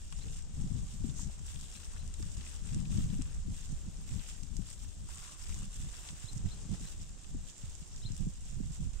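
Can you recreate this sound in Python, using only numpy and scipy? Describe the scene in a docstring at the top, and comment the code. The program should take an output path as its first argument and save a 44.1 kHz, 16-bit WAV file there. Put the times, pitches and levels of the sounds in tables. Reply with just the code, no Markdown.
"""First comes the low rumble of a light, gusty wind on a phone's two microphone openings, with dry leaves
rustling under the sheep that graze a hushed hillside. Hooves and muzzles stir the leaves into swells of
tiny cracks. Stalks crunch, hooves knock on stones and scuff the ground, and twigs snap.
A small bird chirps further off, and now and then a single swirl of air thumps the phone."""
import sys
import numpy as np
from scipy import signal
from scipy.fft import rfft, irfft
from scipy.io import wavfile
from scipy.ndimage import uniform_filter1d

SR = 44100
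rng = np.random.default_rng(int(sys.argv[2]) if len(sys.argv) > 2 else 0)


def master_out(mix):
    """Clip the mix to full scale and print it as 16-bit PCM to the path in sys.argv[1]."""
    frames = np.transpose(np.atleast_2d(mix))
    ceiling = np.clip(frames, -1, 1)
    pcm = np.round(ceiling * 32767).astype(np.int16)
    wavfile.write(sys.argv[1], SR, pcm)


N = 396900  # samples: 9 seconds

# Levels are set before each sound's own gain and filters. Pan is left minus right: above 0 leans left.
# the breeze between gusts (time [s], level [dB], pan [dB])
BREEZE = [(0.0, -42, 3), (0.74, -43.5, 0), (1.4, -42.5, 1.5), (1.8, -44, 3.5), (2.23, -37, 8.5),
          (2.52, -44.5, 5.5), (3.3, -39.5, 2), (4.0, -45.5, -3), (4.3, -44, 11), (5.04, -46, 4.5),
          (5.35, -52, -7), (5.53, -39, 6.5), (5.83, -46, -4), (6.03, -48, -5), (6.29, -51, -7),
          (6.4, -40.5, 3.5), (6.94, -44, -4), (7.23, -51.5, -7), (7.36, -40.5, 2), (7.56, -56, 3),
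          (7.7, -43, 3), (7.88, -49.5, 0), (8.1, -35.5, 3), (8.4, -47.5, -1.5), (8.6, -39, -5),
          (9.0, -43, -4.5)]
# gusts that reach the phone (time [s], length [s], level [dB], pan [dB])
GUSTS = [(0.121, 0.25, -49.5, 27), (0.572, 0.1, -37, 5.5), (0.686, 0.15, -38.5, 31),
         (0.943, 0.34, -43, 25.0), (1.368, 0.072, -48, 10), (1.541, 0.05, -45.5, 22.0),
         (2.188, 0.079, -49, 11), (2.334, 0.075, -44.5, -5.5), (2.44, 0.11, -57, 3),
         (2.608, 0.065, -42.5, 14), (2.71, 0.13, -37, 7.5), (2.87, 0.23, -36, 6.5),
         (3.111, 0.1, -38.5, 7.0), (3.35, 0.053, -47.5, 4), (3.47, 0.065, -41.5, 6),
         (3.696, 0.041, -42.5, -7), (3.842, 0.054, -45, -30), (4.109, 0.024, -40.5, -22),
         (4.143, 0.053, -39, 28), (4.262, 0.098, -54, 10), (4.375, 0.087, -47, 24.0),
         (4.494, 0.14, -45.5, 31.0), (4.807, 0.085, -52, 8), (4.975, 0.081, -48.5, 8.5),
         (5.502, 0.18, -50, -10), (5.765, 0.11, -45, -5.5), (6.113, 0.02, -45.5, -11),
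         (6.322, 0.14, -39.5, -28), (6.685, 0.062, -40, -22), (6.794, 0.065, -43, 9),
         (6.943, 0.22, -54.5, 24), (7.294, 0.091, -46, 1.5), (7.633, 0.06, -54, -8),
         (8.029, 0.12, -45.5, -5), (8.196, 0.035, -34, -23), (8.249, 0.037, -35.5, 3),
         (8.51, 0.2, -43.5, -26.0), (8.787, 0.094, -43, -2.5)]
# tone of the large, slow swirls of air (frequency [Hz], level [dB])
SLOW_SWIRL_TONE = [(10, -8), (22, 5), (45, -1), (75, -3), (110, -16.5), (170, -40), (300, -61), (700, -76)]
# tone of the small, fast swirls of air (frequency [Hz], level [dB])
FAST_SWIRL_TONE = [(40, -5), (85, 1.5), (150, 3.5), (200, -2.5), (260, -13), (330, -22), (450, -31.5),
                   (1000, -45), (3000, -84)]
# tone of the far wind on the hill (frequency [Hz], level [dB])
HUSH_TONE = [(60, 3.5), (300, 0), (500, -5.5), (800, -8), (1300, -9), (2100, -11), (3300, -9),
             (4400, -13.5), (7500, -4.5), (9000, -11.5), (10000, -39), (15500, -50)]
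# the whole flock's steady rustle (time [s], level [dB], crunch compared with that level [dB])
FLOCK = [(0, -58, -12), (0.42, -60.5, -10), (0.5, -63.5, -12), (0.6, -61, -14), (1.0, -60.5, -12),
         (1.39, -60, -9), (1.6, -59.5, -12), (3.15, -60, -11.5), (3.42, -61, -8), (3.6, -59.5, -12),
         (4.4, -60, -13), (5.0, -59.5, -17), (5.3, -58, -9.5), (7.15, -61, -11.5), (8.0, -60, -15.5),
         (9.0, -59.5, -7.5)]
# one sheep stirs the leaves (time [s], length [s], level [dB], crunch compared with that level [dB])
STIRS = [(0.162, 0.12, -58.5, -8.5), (0.293, 0.09, -54, -18), (0.54, 0.27, -59, -14),
         (0.86, 0.083, -56.5, -16), (1.025, 0.15, -58, -12), (1.163, 0.06, -50.5, -12.5),
         (1.294, 0.029, -58.5, -8), (1.453, 0.1, -52.5, -10.5), (1.585, 0.057, -53, -17),
         (1.685, 0.17, -55, -12), (1.9, 0.076, -59, -7.5), (2.18, 0.15, -57.5, -14),
         (2.353, 0.21, -56, -8.5), (2.64, 0.17, -57, -8), (2.908, 0.13, -50.5, -11), (3.06, 0.3, -59.5, -7),
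         (3.53, 0.13, -55.5, -16), (4.063, 0.21, -57, -8), (4.271, 0.039, -52, -9),
         (4.653, 0.082, -54, -14), (4.779, 0.064, -58.5, -10), (5.082, 0.24, -53.5, -10),
         (5.385, 0.26, -55, -13.5), (5.717, 0.11, -54.5, -17), (5.864, 0.19, -54, -10.5),
         (6.05, 0.05, -51, -10), (6.15, 0.2, -56, -9.5), (6.44, 0.097, -58, -6.5), (6.701, 0.062, -57, -10),
         (6.81, 0.11, -55, -8), (6.998, 0.026, -59, -22), (7.468, 0.034, -55, -19),
         (7.553, 0.23, -58.5, -13.5), (7.928, 0.18, -62.5, -6.5), (8.121, 0.12, -57.5, -13),
         (8.437, 0.052, -56.5, -12), (8.717, 0.021, -55, -17)]
# where the rustle comes from (time [s], pan [dB])
LEAF_PAN = [(0.0, -0.5), (0.5, 1), (1.2, -3), (1.53, 1.5), (4.44, -1.5), (5.19, 1), (7.04, -1), (7.57, -4),
            (8.17, -2.5), (9.0, -3.5)]
# boost or cut of the rustle's highest treble (time [s], gain [dB])
LEAF_TREBLE = [(0, -1.5), (1.2, 0), (3.4, 0), (4.3, 1), (6.4, 0), (9, 0)]
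# tone of dry leaves through each microphone opening (frequency [Hz], left level [dB], right level [dB])
LEAF_TONE = [(300.0, -4.5, -13), (670, -8.5, -8), (1200, -4.5, -13), (2390, -9, -12.5), (2590, -5, -13.5),
             (3590, -7, -13), (4400, -16, -12), (5440, -5, -8.5), (6520, -12, -6), (7290, -15.5, 0),
             (8210, -2, -11), (8970, -8.5, -17), (10100, -24.5, -28), (10800, -22, -25),
             (16000, -31.5, -33.5)]
# dry stalks crushed underfoot (time [s], level [dB], pitch [Hz], pan [dB])
STALKS = [(0.124, -47.5, 2900, 5), (1.096, -50.5, 3600, 12), (1.753, -51.5, 3000, 5), (2.143, -52, 3200, 6),
          (2.409, -48, 3200, 6), (2.853, -50.5, 3200, 8), (3.101, -52, 3200, 3), (3.214, -51.5, 3000, 6),
          (4.194, -49, 3200, 8), (4.298, -50, 2900, 6), (6.088, -43, 3100, 5), (6.739, -52, 3000, 3),
          (7.244, -54, 2900, 0), (7.827, -55, 3200, 9)]
# hooves hitting stones (time [s], level [dB], pitch [Hz])
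KNOCKS = [(0.124, -51, 1150), (1.192, -50, 1100), (1.296, -54, 630), (1.931, -55, 1100), (1.964, -54, 1500),
          (2.229, -51, 1330), (3.215, -53, 1200), (5.088, -55, 900), (5.491, -53, 1100), (5.620, -55, 1100),
          (6.742, -48.5, 880)]
# twigs and stiff leaves snapping (time [s], level [dB], pitch [Hz], pan [dB])
SNAPS = [(0.1252, -46.5, 8490, 7), (0.388, -51, 8400, 1), (0.423, -51, 7800, 3), (1.611, -46, 8000, 4),
         (2.077, -49.5, 9000, 3), (2.14, -44.5, 8300, 0), (2.226, -45, 5270, -4), (2.371, -49, 7400, -1),
         (2.382, -50, 7400, -1), (2.671, -48, 7830, 6), (2.746, -42, 7440, 3), (2.803, -50, 7800, 2),
         (2.974, -46, 5000, -2), (3.2204, -41, 7620, 0), (3.720, -50, 7300, -6), (4.4332, -46.5, 7100, -4),
         (4.5673, -41.5, 7160, -2), (4.702, -46, 8200, 8), (5.087, -50, 8200, 7), (5.157, -46.5, 7750, 2),
         (5.494, -49, 5400, 0), (5.544, -44, 7380, -12), (6.089, -49, 5800, 5), (6.331, -46, 8400, 10),
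         (6.374, -48, 6600, -8), (6.379, -45.5, 6300, -5), (7.498, -50, 7400, -12),
         (7.752, -45.5, 7300, -10), (8.119, -45.5, 7300, -7), (8.166, -48, 7400, 1),
         (8.177, -47.5, 8400, 10)]
# hooves dragging, dull on earth and bright on leaves
# (middle time [s], rise and fall time each [s], level [dB], pitch [Hz], grain rate [1/s])
TREADS = [(0.277, 0.11, -61, 420, 900), (0.356, 0.054, -58, 6800, 260), (1.209, 0.085, -48, 6900, 4700),
          (1.6, 0.17, -61, 3400, 200), (2.72, 0.1, -58, 7800, 150), (4.258, 0.16, -61.5, 2880, 350),
          (4.693, 0.027, -59, 4470, 790), (5.245, 0.29, -64.5, 1190, 740), (5.5, 0.09, -62, 2400, 160),
          (5.56, 0.08, -60, 6900, 200), (7.49, 0.032, -61, 3300, 700), (7.957, 0.059, -57, 5730, 230)]
# bird calls (time of the arch's top [s], level [dB], pan [dB])
CHIRPS = [(0.228, -63, 3), (1.77, -65.5, 3), (2.008, -66.5, 3), (6.294, -55.3, 7), (6.524, -58.3, 7),
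          (6.873, -61.5, 3), (8.068, -51, 8)]
# a call's three notes: a short upward slide, a higher one over it, then an arch that rises and falls
# (time from the arch's top [s], pitch [Hz], level [dB])
UP_NOTE = [(-.056, 3350, -28), (-.046, 3800, -6), (-.033, 4050, -4.5), (-.026, 4100, -26)]
HIGH_NOTE = [(-.05, 4950, -21), (-.035, 5350, -4), (-.028, 5500, -28)]
ARCH_NOTE = [(-.035, 2850, -8), (-.024, 3300, -6), (-.014, 3780, 1.5), (-.007, 4110, 4.5), (.003, 4140, 3),
             (.012, 4000, -2), (.019, 3600, -26)]
# single swirls of air hitting the phone (time [s], level [dB], starting pitch [Hz], pan [dB])
THUMPS = [(0.64, -34, 175, 3), (0.713, -33, 196, 28), (1.042, -30.5, 279, 32), (1.085, -34.5, 174, 25),
          (2.2, -44, 300, 12), (2.764, -28, 197, -4), (3.04, -27.5, 150, 6), (3.19, -33.5, 294, 14),
          (3.482, -35, 223, 7), (3.5, -31, 95, 4), (3.725, -34, 117, -9), (4.591, -32, 201, 30),
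          (5.83, -41, 105, -1), (6.24, -36.5, 120, -20), (6.362, -37, 149, -16), (6.439, -40, 202, -19),
          (6.692, -39, 200, -22), (6.811, -42.5, 218, 7), (7.346, -37.5, 230, 25), (7.636, -34, 125, -20),
          (7.816, -42.5, 206, -17), (8.05, -33.5, 120, -8), (8.103, -31, 150, 22), (8.203, -31, 136, -27),
          (8.268, -31.5, 179, 6), (8.602, -32, 243, -28)]


def gain(db):
    """Turn decibels into a number to multiply a sound by."""
    return 10 ** (np.asarray(db) / 20)


def unit(x):
    """Scale a signal to an average power of 1."""
    return x / np.sqrt(np.mean(x ** 2))


def curves(table):
    """Join a time table's points with straight lines, one curve for each column after the time."""
    times, *columns = np.transpose(table)
    return [np.interp(np.arange(N) / SR, times, column) for column in columns]


def sides(pan_db):
    """Left and right gains that move a sound sideways and keep its total power."""
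    pair = np.vstack([gain(pan_db / 2), gain(-pan_db / 2)])
    return pair / np.sqrt(np.mean(pair ** 2, axis=0))


def shape_tone(x, points):
    """Turn frequencies up or down along a curve of (frequency [Hz], gain [dB]) points."""
    hz, db = np.transpose(points)
    bins_hz = np.maximum(np.fft.rfftfreq(x.shape[-1], 1 / SR), 1)
    curve_db = np.interp(np.log(bins_hz), np.log(hz), db)
    return irfft(rfft(x) * gain(curve_db), x.shape[-1])


def band(x, hz, octaves):
    """Keep the frequencies around hz, in a band this many octaves wide."""
    edges = hz * 2 ** (np.array([-1, 1]) * octaves / 2)
    return signal.sosfilt(signal.butter(1, edges, "bandpass", fs=SR, output="sos"), x)


def wander(rate):
    """A curve, about 1 in size, that glides to a new random value `rate` times a second."""
    hold = int(SR / rate)
    steps = np.repeat(rng.standard_normal(N // hold + 1), hold)
    return unit(uniform_filter1d(steps, hold)[:N])


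def wander_pair(rate):
    """Separate wandering curves for left and right."""
    return np.array([wander(rate), wander(rate)])


def swell(s, length_s, rise_s, fade_s):
    """A loudness curve that rises around time s, holds for length_s and dies away."""
    t = np.arange(N) / SR - s
    return np.clip(.5 + t / rise_s, 0, 1) * np.exp(-np.clip((t - length_s) / fade_s, 0, 20))


def add(out, s, sound):
    """Mix a stereo sound in at time s."""
    start = max(int(s * SR), 0)
    part = sound[:, :max(N - start, 0)]
    out[:, start:start + part.shape[1]] += part


def swirls(tone, span_s):
    """Swirling air pushes on each microphone separately; its strength is evened out over span_s."""
    pressure = shape_tone(rng.standard_normal((2, N)), tone)
    return pressure / np.sqrt(uniform_filter1d(pressure ** 2, int(span_s * SR), axis=1))


def wind(lull_db=-17, puff_db=5, slow_growth=0.23, slow_db=-0.18, roll_db=2.5, fast_db=0.1, flutter_db=3.5):
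    """Gusts and puffs ride on a breeze. Small swirls flutter with the flow; large ones roll, swelling less."""
    breeze_db, breeze_pan_db = curves(BREEZE)
    breeze = gain(breeze_db) * sides(breeze_pan_db)
    lull = breeze * gain(lull_db)
    power = (lull * gain(puff_db * wander_pair(12))) ** 2
    for s, length_s, db, pan_db in GUSTS:
        power += (gain(db) * sides(pan_db) * swell(s, length_s, rise_s=0.034, fade_s=0.012)) ** 2
    flow = np.sqrt(power)
    slow_flow = breeze * (flow / lull) ** slow_growth
    slow = swirls(SLOW_SWIRL_TONE, span_s=0.143) * slow_flow * gain(slow_db + roll_db * wander_pair(13))
    fast = swirls(FAST_SWIRL_TONE, span_s=0.0483) * flow * gain(fast_db + flutter_db * wander_pair(40))
    return slow + fast


def hill_hush(level_db=-60, pan_db=5.0, swell_db=1.25):
    """Far wind in bare trees; left and right are more alike in the lows than in the treble."""
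    shared = shape_tone(rng.standard_normal(N), [(700, 2.5), (2000, -2.5), (5000, 0.0)])
    separate = shape_tone(rng.standard_normal((2, N)), [(700, 1.0), (2000, -4.0), (5000, 3.5)])
    hush = unit(shape_tone(shared + separate, HUSH_TONE))
    return hush * gain(level_db + swell_db * wander(2.475)) * sides(pan_db)


def leaf_cracks(per_s, spread_db, ring_s, range_hz, restless_db, octaves, scatter_db, leaf_sizes=20):
    """Tiny, uneven breaks. Each size of leaf has its own pitch and stirs in its own fits and starts."""
    out, t = np.zeros((2, N)), np.arange(SR // 30) / SR
    fade = np.exp(-t / ring_s) + gain(scatter_db) * np.exp(-t / .007)  # tail: scatter among the leaves
    for hz in np.geomspace(*range_hz, leaf_sizes):
        strength = gain(spread_db * np.minimum(rng.exponential(size=N), 3) + restless_db * wander(16))
        clicks = (rng.random(N) < per_s / leaf_sizes / SR) * strength * rng.choice([-1, 1], N)
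        burst = rng.standard_normal((2, len(t))) * fade
        ring = unit(band(burst, hz, octaves)) * np.sqrt(hz)  # even power per Hz
        out += signal.oaconvolve(clicks[None], ring, axes=1)[:, :N]  # every click sets off the ring
    return unit(out)


def mic_openings(x):
    """Each microphone opening rings in its own way, so a crackle has a different tone on each side."""
    table = np.array(LEAF_TONE)
    return np.array([shape_tone(x[side], table[:, [0, side + 1]]) for side in range(2)])


def leaves(crunch_db=0.9, tick_db=-7.5, fast_flicker_db=0.9, slow_flicker_db=0.57):
    """Sheep stir the leaves: edges crackle brightly, brittle leaves tick and pressed ones crunch lower."""
    flock_db, flock_crunch_db = curves(FLOCK)
    crisp_power = gain(flock_db) ** 2
    crunch_power = gain(flock_db + flock_crunch_db) ** 2
    for s, length_s, db, stir_crunch_db in STIRS:
        stir_power = (gain(db) * swell(s, length_s, rise_s=0.037, fade_s=0.034)) ** 2
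        crisp_power += stir_power
        crunch_power += stir_power * gain(stir_crunch_db) ** 2
    crisp = leaf_cracks(per_s=3000, spread_db=1.3, ring_s=0.0011, range_hz=(3500, 14000),
                        restless_db=1.9, octaves=0.5, scatter_db=-17)
    crisp = shape_tone(crisp, [(2000, 1.5), (3800, -1.5), (5200, -2.0), (15000, 2.5)])
    ticks = leaf_cracks(per_s=110, spread_db=1.9, ring_s=0.0009, range_hz=(4600, 10000),
                        restless_db=1, octaves=0.45, scatter_db=-20)
    crunch = leaf_cracks(per_s=800, spread_db=2.8, ring_s=0.0011, range_hz=(543, 3650),
                         restless_db=2.1, octaves=0.7, scatter_db=-18)
    crunch = shape_tone(crunch, [(150, 0), (450, 1.0), (3600, 0), (5200, -3.0), (8000, -21)])
    crisp, ticks, crunch = [unit(mic_openings(layer)) for layer in (crisp, ticks, crunch)]
    rustle = (crisp + ticks * gain(tick_db)) * np.sqrt(crisp_power)
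    rustle += crunch * gain(crunch_db) * np.sqrt(crunch_power)
    (pan_db,), (treble_db,) = curves(LEAF_PAN), curves(LEAF_TREBLE)
    treble = shape_tone(rustle, [(9000, -40), (10500, 0)])
    rustle += treble * (gain(treble_db) - 1)
    flicker = gain(fast_flicker_db * wander(70) + slow_flicker_db * wander(14))
    return rustle * flicker * sides(pan_db)


def stalk_crunches(crush_s=0.005, octaves=1.1):
    """A hollow stalk gives way all at once: a sharp crunch, lower than a twig's snap."""
    out, t = np.zeros((2, N)), np.arange(SR // 25) / SR
    fade = np.exp(-t / crush_s)
    for s, db, hz, pan_db in STALKS:
        burst = rng.standard_normal((2, len(t))) * fade
        crunch = unit(band(band(burst, hz, octaves), hz, octaves))
        add(out, s, crunch * np.sqrt(np.mean(fade ** 2)) * gain(db) * sides(pan_db))
    return out


def hoof_knocks(ring_s=0.0062, octaves=0.79, pan_db=5):
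    """A hoof hits a loose stone: a short, dull clack."""
    out, t = np.zeros((2, N)), np.arange(SR // 16) / SR
    for s, db, hz in KNOCKS:
        noise = rng.standard_normal((2, len(t)))
        clack = unit(band(band(noise, hz, octaves), hz, octaves)) * np.exp(-t / ring_s)
        add(out, s, clack * gain(db) * sides(pan_db))
    return out


def twig_snaps(gain_db=7, ring_s=0.0017, shiver_db=-20, shiver_s=0.016):
    """A twig's fibres break in one short burst, and the leaves around it shiver."""
    out, t = np.zeros((2, N)), np.arange(SR // 16) / SR
    fade = np.exp(-t / ring_s) + gain(shiver_db) * np.exp(-t / shiver_s)
    for s, db, hz, pan_db in SNAPS:
        fibres = band(rng.standard_normal((2, len(t))), hz, octaves=0.65)
        burst = mic_openings(fibres) * fade
        burst *= np.sqrt(np.mean(fade ** 2) / np.mean(burst ** 2, axis=1, keepdims=True))  # equal sides
        add(out, s, burst * gain(db + gain_db) * sides(pan_db))
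    return shape_tone(out, [(8800, -3.0), (11000, -7.0)])


def hoof_treads(octaves=0.54, spread_db=4.0, pan_db=3):
    """A hoof sinks in: a swell of separate, gritty clicks around one pitch."""
    out = np.zeros((2, N))
    strength = rng.choice([-1, 1], (2, N)) * gain(spread_db * rng.standard_normal((2, N)))
    chance = rng.random(N)
    for s, rise_s, db, hz, per_s in TREADS:
        start = max(int((s - rise_s) * SR), 0)
        rise_and_fall = np.hanning(int(2 * rise_s * SR))
        grains = (strength * (chance < per_s / SR))[:, start:start + len(rise_and_fall)]
        scuff = unit(band(band(grains + 1e-9, hz, octaves), hz, octaves))
        add(out, start / SR, scuff * rise_and_fall * gain(db) * sides(pan_db))
    return shape_tone(out, [(8500, 0), (10000, -16)])


def bird(echo_db=-8, echo_s=0.035, waver=0.012, pitch_spread=0.0028, length_spread=0.0775):
    """Wavering whistles, a little different each time, blurred by echoes from trunks and rocks."""
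    out, t = np.zeros((2, N)), np.arange(-SR // 14, SR // 14) / SR
    for (s, db, pan_db), (stretch, detune) in zip(CHIRPS, rng.standard_normal((len(CHIRPS), 2))):
        bend = 1 + pitch_spread * detune + waver * wander(500)[:len(t)]
        for note in (UP_NOTE, HIGH_NOTE, ARCH_NOTE):
            times, hz, note_db = np.transpose(note)
            times = times * np.exp(length_spread * stretch)
            phase = 2 * np.pi * np.cumsum(np.interp(t, times, hz) * bend) / SR
            loudness = np.interp(t, times, gain(note_db), left=0, right=0)
            add(out, s + t[0], np.sin(phase) * loudness * gain(db) * sides(pan_db))
    delay_s = np.arange(SR // 3) / SR
    echoes = rng.standard_normal((2, len(delay_s))) * np.exp(-delay_s / echo_s)
    echoes /= np.sqrt(np.sum(echoes ** 2) / 2)
    return out + gain(echo_db) * signal.oaconvolve(out, echoes, axes=1)[:, :N]


def wind_thumps(gain_db=1, rise_s=0.0052, slowing_s=0.085, wobble=0.15):
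    """One swirl hits a microphone opening: a few uneven swings of pressure that slow down and die away."""
    out, t = np.zeros((2, N)), np.arange(SR // 10) / SR
    rise_and_fall = t / rise_s * np.exp(1 - t / rise_s)
    for s, db, start_hz, pan_db in THUMPS:
        unevenness = np.exp(wobble * wander(300)[:2 * len(t)].reshape(2, -1))
        hz = start_hz * np.exp(-t / slowing_s) * unevenness
        pressure = np.sin(2 * np.pi * np.cumsum(hz, axis=1) / SR) * rng.choice([-1, 1], (2, 1))
        add(out, s, pressure * rise_and_fall * gain(db + gain_db) * sides(pan_db))
    return out


def scene():
    """Wind at the phone, the flock in the leaves, and the bird and the hill behind."""
    air = wind() + wind_thumps()
    sheep = leaves() + hoof_treads() + twig_snaps() + stalk_crunches() + hoof_knocks()
    return air + sheep + bird() + hill_hush()


def record(dry):
    """The phone cuts off the highest treble."""
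    cutoff_hz = 15700
    return signal.sosfilt(signal.ellip(10, .2, 70, cutoff_hz, fs=SR, output="sos"), dry)


dry = scene()
out = record(dry)
master_out(out)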